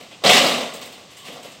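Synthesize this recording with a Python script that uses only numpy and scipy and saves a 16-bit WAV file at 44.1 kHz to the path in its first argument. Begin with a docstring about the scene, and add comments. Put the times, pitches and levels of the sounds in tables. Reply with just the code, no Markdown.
"""A truck creeps under a corrugated metal roof outdoors and catches it.
First the sheets creak over faint outdoor air. Then they give way in a quick run of blows that pile up
into one loud crash: each blow sets a dense cloud of sheet modes ringing, loose laps chatter, edges skid
and the whole roof thumps. Fittings clink as it settles, and at the end it shudders again, softly."""
import sys
import numpy as np
from scipy import signal
from scipy.fft import rfft, irfft
from scipy.io import wavfile
from scipy.ndimage import uniform_filter1d, minimum_filter1d, map_coordinates

SR = 44100
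rng = np.random.default_rng(int(sys.argv[2]) if len(sys.argv) > 2 else 0)


def wrap_up_sound(samples):
    """Save the sound to the file named by the first command line argument, as 16-bit audio."""
    columns = np.atleast_2d(samples).T
    # keep every value between -1 and 1, then stretch to whole-number steps
    tamed = np.clip(columns, -1, 1)
    steps = np.round(tamed * 32767).astype(np.int16)
    wavfile.write(sys.argv[1], SR, steps)


N = 70560
TIME, BINS_HZ = np.arange(N) / SR, np.arange(N // 2 + 1) * SR / N

# colour of the outdoor air: frequency_hz, relative_db
AIR_COLOUR = [(25, -3), (70, -2), (200, -0.5), (600, -6.5), (1100, -8.5), (1550, -14), (3000, -7.5),
              (6500, -14.5), (8200, -15), (9600, -30), (16000, -35)]
# small loose fittings clink: start_s, level_db, t60_s, tilt_db_per_octave
CLINKS = [(0.736, -38, 0.2, -5), (.812, -43, 0.057, 4), (0.827, -44, .25, -7.5), (.856, -42, 0.083, -2),
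          (0.92, -49.5, 0.21, -2), (1.166, -48.5, 0.6, -10), (1.427, -48.5, 0.42, -8),
          (1.515, -48.5, 0.17, -12)]
# resonances of the fittings: pitch_hz, relative_db
CLINK_MODES = [(4296, -8), (6550, 0.5), (7600, 7), (8250, 6), (8550, 6.5), (12150, 3.5), (12650, -11),
               (14000, 0), (14900, -4), (15650, 3)]
# an edge skids on the truck: centre_s, half_length_s, pitch_hz, rise_hz_per_s, bandwidth_hz, level_db
SKIDS = [(0.268, 0.0061, 4444, 70000.5, 1490, -14), (0.469, 0.0077, 4480, 4.5, 1211, -23.5),
         (0.138, 0.019, 3000, 3, 1200, -47.5), (.942, 0.0071, 4320, 1, 400, -49),
         (1.105, .012, 3280, -12000, 297.5, -54), (1.217, 0.031, 3270, 1, 797, -49),
         (1.24, .03, 1077, 1.5, 189.4, -49.5), (1.323, 0.011, 3300, 0, 895, -45.5)]
# the whole roof flexes: start_s, level_db, t60_s
THUMPS = [(0.246, -15.5, 0.34), (0.613, -31.5, .25), (1.285, -39.5, 0.66), (1.447, -44, 0.29)]
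# colour of a thump: frequency_hz, relative_db
THUMP_COLOUR = [(30, -17), (70, -13.5), (160, -0.5), (260, 2), (350, -6), (560, 5.5), (720, -17),
                (1000, -15), (3000, -70)]
# blows on the roof: start_s, swell_s, boom_db, clash_db, sizzle_db
BLOWS = [(0.0, 0.0083, -44, -42, -57), (.110, 0.0043, -50, -45.5, -66), (0.218, 0.0028, -44, -49, -70),
         (.237, 0.0025, -24, -23.5, -42), (0.244, .007, -21, -17, -35), (.259, 0.007, -18, -15.5, -40),
         (.276, 0.0047, -27, -16, -48), (.291, 0.0055, -13, -11, -28), (.329, .006, -24.5, -12, -30),
         (.362, 0.0089, -16, -11.5, -32), (0.437, 0.0063, -20.5, -23, -39.5),
         (.463, .006, -24.5, -20.5, -35), (.508, .008, -23.5, -23, -44), (.562, 0.0093, -27.5, -32, -50),
         (.603, 0.0039, -40, -30.5, -50), (.737, 0.007, -44, -40, -52.5), (.812, .012, -41, -36.5, -55),
         (.853, .006, -46.5, -45, -52.5), (.920, 0.0044, -59, -44, -62), (0.975, 0.0039, -50, -50.5, -61),
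         (1.100, 0.016, -56, -45.5, -57.5), (1.167, 0.0091, -53, -44, -54.5),
         (1.243, .024, -43, -35.5, -49.5), (1.273, 0.011, -40.5, -39.5, -56),
         (1.320, 0.0074, -49, -43, -54), (1.352, 0.015, -39.5, -42.5, -67),
         (1.428, 0.0043, -48, -44.5, -58), (1.445, 0.0036, -46.5, -43.5, -56),
         (1.515, .005, -71, -45.5, -64)]
# the boom, clash and sizzle registers of the sheets: low_hz, high_hz
REGISTERS = [(30, 1500), (1500, 9200), (9200, 17000)]
# how each register dies away: ring_t60_s, tail_t60_s, tail_db, crack_db, chatter_db
REGISTER_DECAYS = [(0.52, 1.304, -14, 6, -12.5), (0.44, 1.23, -16.5, 1, -8), (0.41, 1.2, -19, 1, -5)]
# the roof's strong modes: pitch_hz, relative_db, t60_s
STRONG_MODES = [(248.9, -15.5, 0.49), (286, -19, 0.49), (513, -16.5, 1), (571, -18.5, 1),
                (674, -16.5, 0.81), (725, -10, 0.62), (1146, -18.5, 0.93), (1645, -25, .5),
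                (2230, -24.5, 0.79), (2760, -39, .55), (3020, -38, 0.29), (3594, -13, .6),
                (3870, -17, 0.64)]
# colour of the sheets: frequency_hz, relative_db
SHEET_COLOUR = [(35, -56), (70, -23), (125, -16.5), (165, -7.5), (205, -9), (245, -1.5), (345, -8),
                (420, -3), (510, -0.5), (720, 0), (920, -9.5), (1170, -5), (1450, -12.5), (1790, -13.5),
                (2020, -5), (2380, -9), (2750, -5), (3800, -8.5), (5000, -12.5), (6800, -18), (8200, -17),
                (9600, -29.5), (12500, -29), (16000, -33.5)]

CLINK_WIDTH_HZ, CLINK_ATTACK_S = 290, 0.0024
CHATTER_PER_S, CHATTER_SPREAD_DB, CHATTER_T60_S = 420, 4.5, 0.0079
MODE_SPACING_HZ, MODE_SPREAD_DB = 21.88, 2.5  # the dense cloud of lesser modes
FLUTTER_HZ, FLUTTER_DB = 70.05, 0.51
PEAK_LIMIT, LIMITER_S, LOW_CUT_HZ, HIGH_CUT_HZ = 1.0, .002, 105, 15850


def from_db(db):
    """Decibels to gain."""
    return 10 ** (np.asarray(db) / 20)


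def rms_one(x):
    """Scale to unit level."""
    return x / np.sqrt(np.mean(x ** 2) + 1e-20)


def fade(age, t60):
    """Exponential decay that loses 60 dB in t60."""
    return np.exp(-np.log(1000) * np.maximum(age, 0) / t60)


def hit_envelope(start_s, attack_s, t60):
    """A straight attack into an exponential decay."""
    age = TIME - start_s
    return np.clip(age / attack_s, 0, 1) * fade(age, t60)


def wander(axis, step):
    """Random values a step apart, smoothly joined, at unit level."""
    return rms_one(map_coordinates(rng.standard_normal(8192), [axis / step], order=3, mode="wrap"))


def colour(points):
    """An EQ curve from a colour table."""
    hz, db = np.transpose(points)
    return from_db(np.interp(np.log(BINS_HZ + 1), np.log(hz), db))


def shaped(x, eq):
    """A steady signal through an EQ curve, at unit level."""
    return rms_one(irfft(rfft(x) * eq, N))


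def outdoor_air(level_db=-47.5):
    """A faint, steady bed of outdoor noise."""
    return from_db(level_db) * shaped(rng.standard_normal(N), colour(AIR_COLOUR))


def clinks():
    """Loose fittings buzz briefly in a few high, narrow resonances."""
    body = sum((-1) ** k * from_db(db) / (1 + 2j * (BINS_HZ - hz) / CLINK_WIDTH_HZ)
               for k, (hz, db) in enumerate(CLINK_MODES))
    octaves = np.log2(np.maximum(BINS_HZ, CLINK_MODES[0][0]))  # flat below the lowest resonance
    out = 0
    for start_s, db, t60, tilt_db in CLINKS:
        buzz = shaped(rng.standard_normal(N), body * from_db(tilt_db * octaves))
        out += from_db(db) * hit_envelope(start_s, CLINK_ATTACK_S, t60) * buzz
    return out


def skids():
    """Edges stick and slip: a rough rising squeal in the crash, faint scrapes and a groan around it."""
    out = 0
    for centre_s, half_length_s, hz, rise, band_hz, db in SKIDS:
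        offset_s = TIME - centre_s
        phase = 2 * np.pi * np.cumsum(hz + rise * offset_s) / SR
        roughness = wander(TIME, 1 / band_hz) + 1j * wander(TIME, 1 / band_hz)
        swell = np.exp(-.5 * (offset_s / half_length_s) ** 2)
        out += from_db(db) * swell * np.real(roughness * np.exp(1j * phase))
    return out


def thumps(attack_s=0.0049):
    """The whole roof flexes with a dull, quickly damped thump."""
    envelope = sum(from_db(db) * hit_envelope(start_s, attack_s, t60) for start_s, db, t60 in THUMPS)
    return envelope * shaped(rng.standard_normal(N), colour(THUMP_COLOUR))


def ringing():
    """Each blow strikes the strong modes with the force that it has in their register."""
    start_s, swell_s, boom_db, clash_db, _ = np.transpose(BLOWS)
    out = 0
    for hz, mode_db, t60 in STRONG_MODES:
        force_db = boom_db if hz < REGISTERS[0][1] else clash_db
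        strike_s = start_s + swell_s * rng.random(len(BLOWS))
        polarity = rng.choice([-1, 1], len(BLOWS))
        strikes = np.zeros(N)
        strikes[(strike_s * SR).astype(int)] = from_db(force_db + mode_db) * polarity
        angle, radius = 2 * np.pi * hz / SR, fade(1 / SR, t60)
        resonator = [1, -2 * radius * np.cos(angle), radius ** 2]
        out += signal.lfilter([.5, 0, -.5], resonator, strikes + 1e-18)
    return out


def chatter():
    """Loose laps tap each other at random, each tap a very short burst."""
    taps = (rng.random(N) < CHATTER_PER_S / SR) * rng.choice([-1, 1], N)
    accents = from_db(CHATTER_SPREAD_DB * np.minimum(rng.exponential(1, N), 3))
    burst = rng.standard_normal(N) * fade(TIME, CHATTER_T60_S)
    return rms_one(signal.fftconvolve(taps * accents, burst)[:N])


def vibration(blows, register, crack_t60_s=0.066):
    """Envelope of one register: every blow adds a crack, a ring and a long faint tail."""
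    ring_t60, tail_t60, tail_db, crack_db, _ = REGISTER_DECAYS[register]
    energy = 0
    for start_s, swell_s, *levels_db in blows:
        crack = from_db(crack_db) * hit_envelope(start_s, swell_s, crack_t60_s)
        ring = hit_envelope(start_s, swell_s, ring_t60)
        tail = from_db(tail_db) * hit_envelope(start_s, swell_s, tail_t60)
        energy += from_db(levels_db[register]) ** 2 * (crack ** 2 + ring ** 2 + tail ** 2)
    return np.sqrt(energy)


def sheet(blows):
    """One struck sheet: a wash of countless close modes of its own, gritty with chattering laps."""
    ripple_db = MODE_SPREAD_DB * np.minimum(BINS_HZ / 1500, 1)  # smoother below 1500 Hz
    cloud = colour(SHEET_COLOUR) * from_db(ripple_db * wander(BINS_HZ, MODE_SPACING_HZ))
    hiss, taps = rng.standard_normal(N), chatter()
    out = 0
    for register, (low_hz, high_hz) in enumerate(REGISTERS):
        eq = cloud * (BINS_HZ >= low_hz) * (BINS_HZ < high_hz)
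        chatter_db = REGISTER_DECAYS[register][-1]
        texture = shaped(hiss + from_db(chatter_db) * taps, eq)
        out += texture * vibration(blows, register)
    return out


def sheets(count=3):
    """The blows fall on neighbouring sheets in turn; the sound flutters as they flex."""
    roof = sum(sheet(BLOWS[k::count]) for k in range(count))
    return roof * from_db(FLUTTER_DB * wander(TIME, 1 / FLUTTER_HZ))


def scene():
    """The crashing roof over the outdoor bed, in mono."""
    return (outdoor_air() + sheets() + ringing() + thumps() + skids() + clinks())[None]


def record(dry):
    """A fast limiter holds the loudest peaks; the deep bass and the very top are cut."""
    span = int(LIMITER_S * SR)
    needed_gain = PEAK_LIMIT / np.maximum(np.abs(dry), PEAK_LIMIT)
    smooth_gain = uniform_filter1d(minimum_filter1d(needed_gain, span), span)
    low_cut = signal.butter(2, LOW_CUT_HZ, "high", fs=SR, output="sos")
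    high_cut = signal.ellip(12, .1, 80, HIGH_CUT_HZ, fs=SR, output="sos")
    return signal.sosfilt(high_cut, signal.sosfilt(low_cut, dry * smooth_gain))


dry = scene()
out = record(dry)
wrap_up_sound(out)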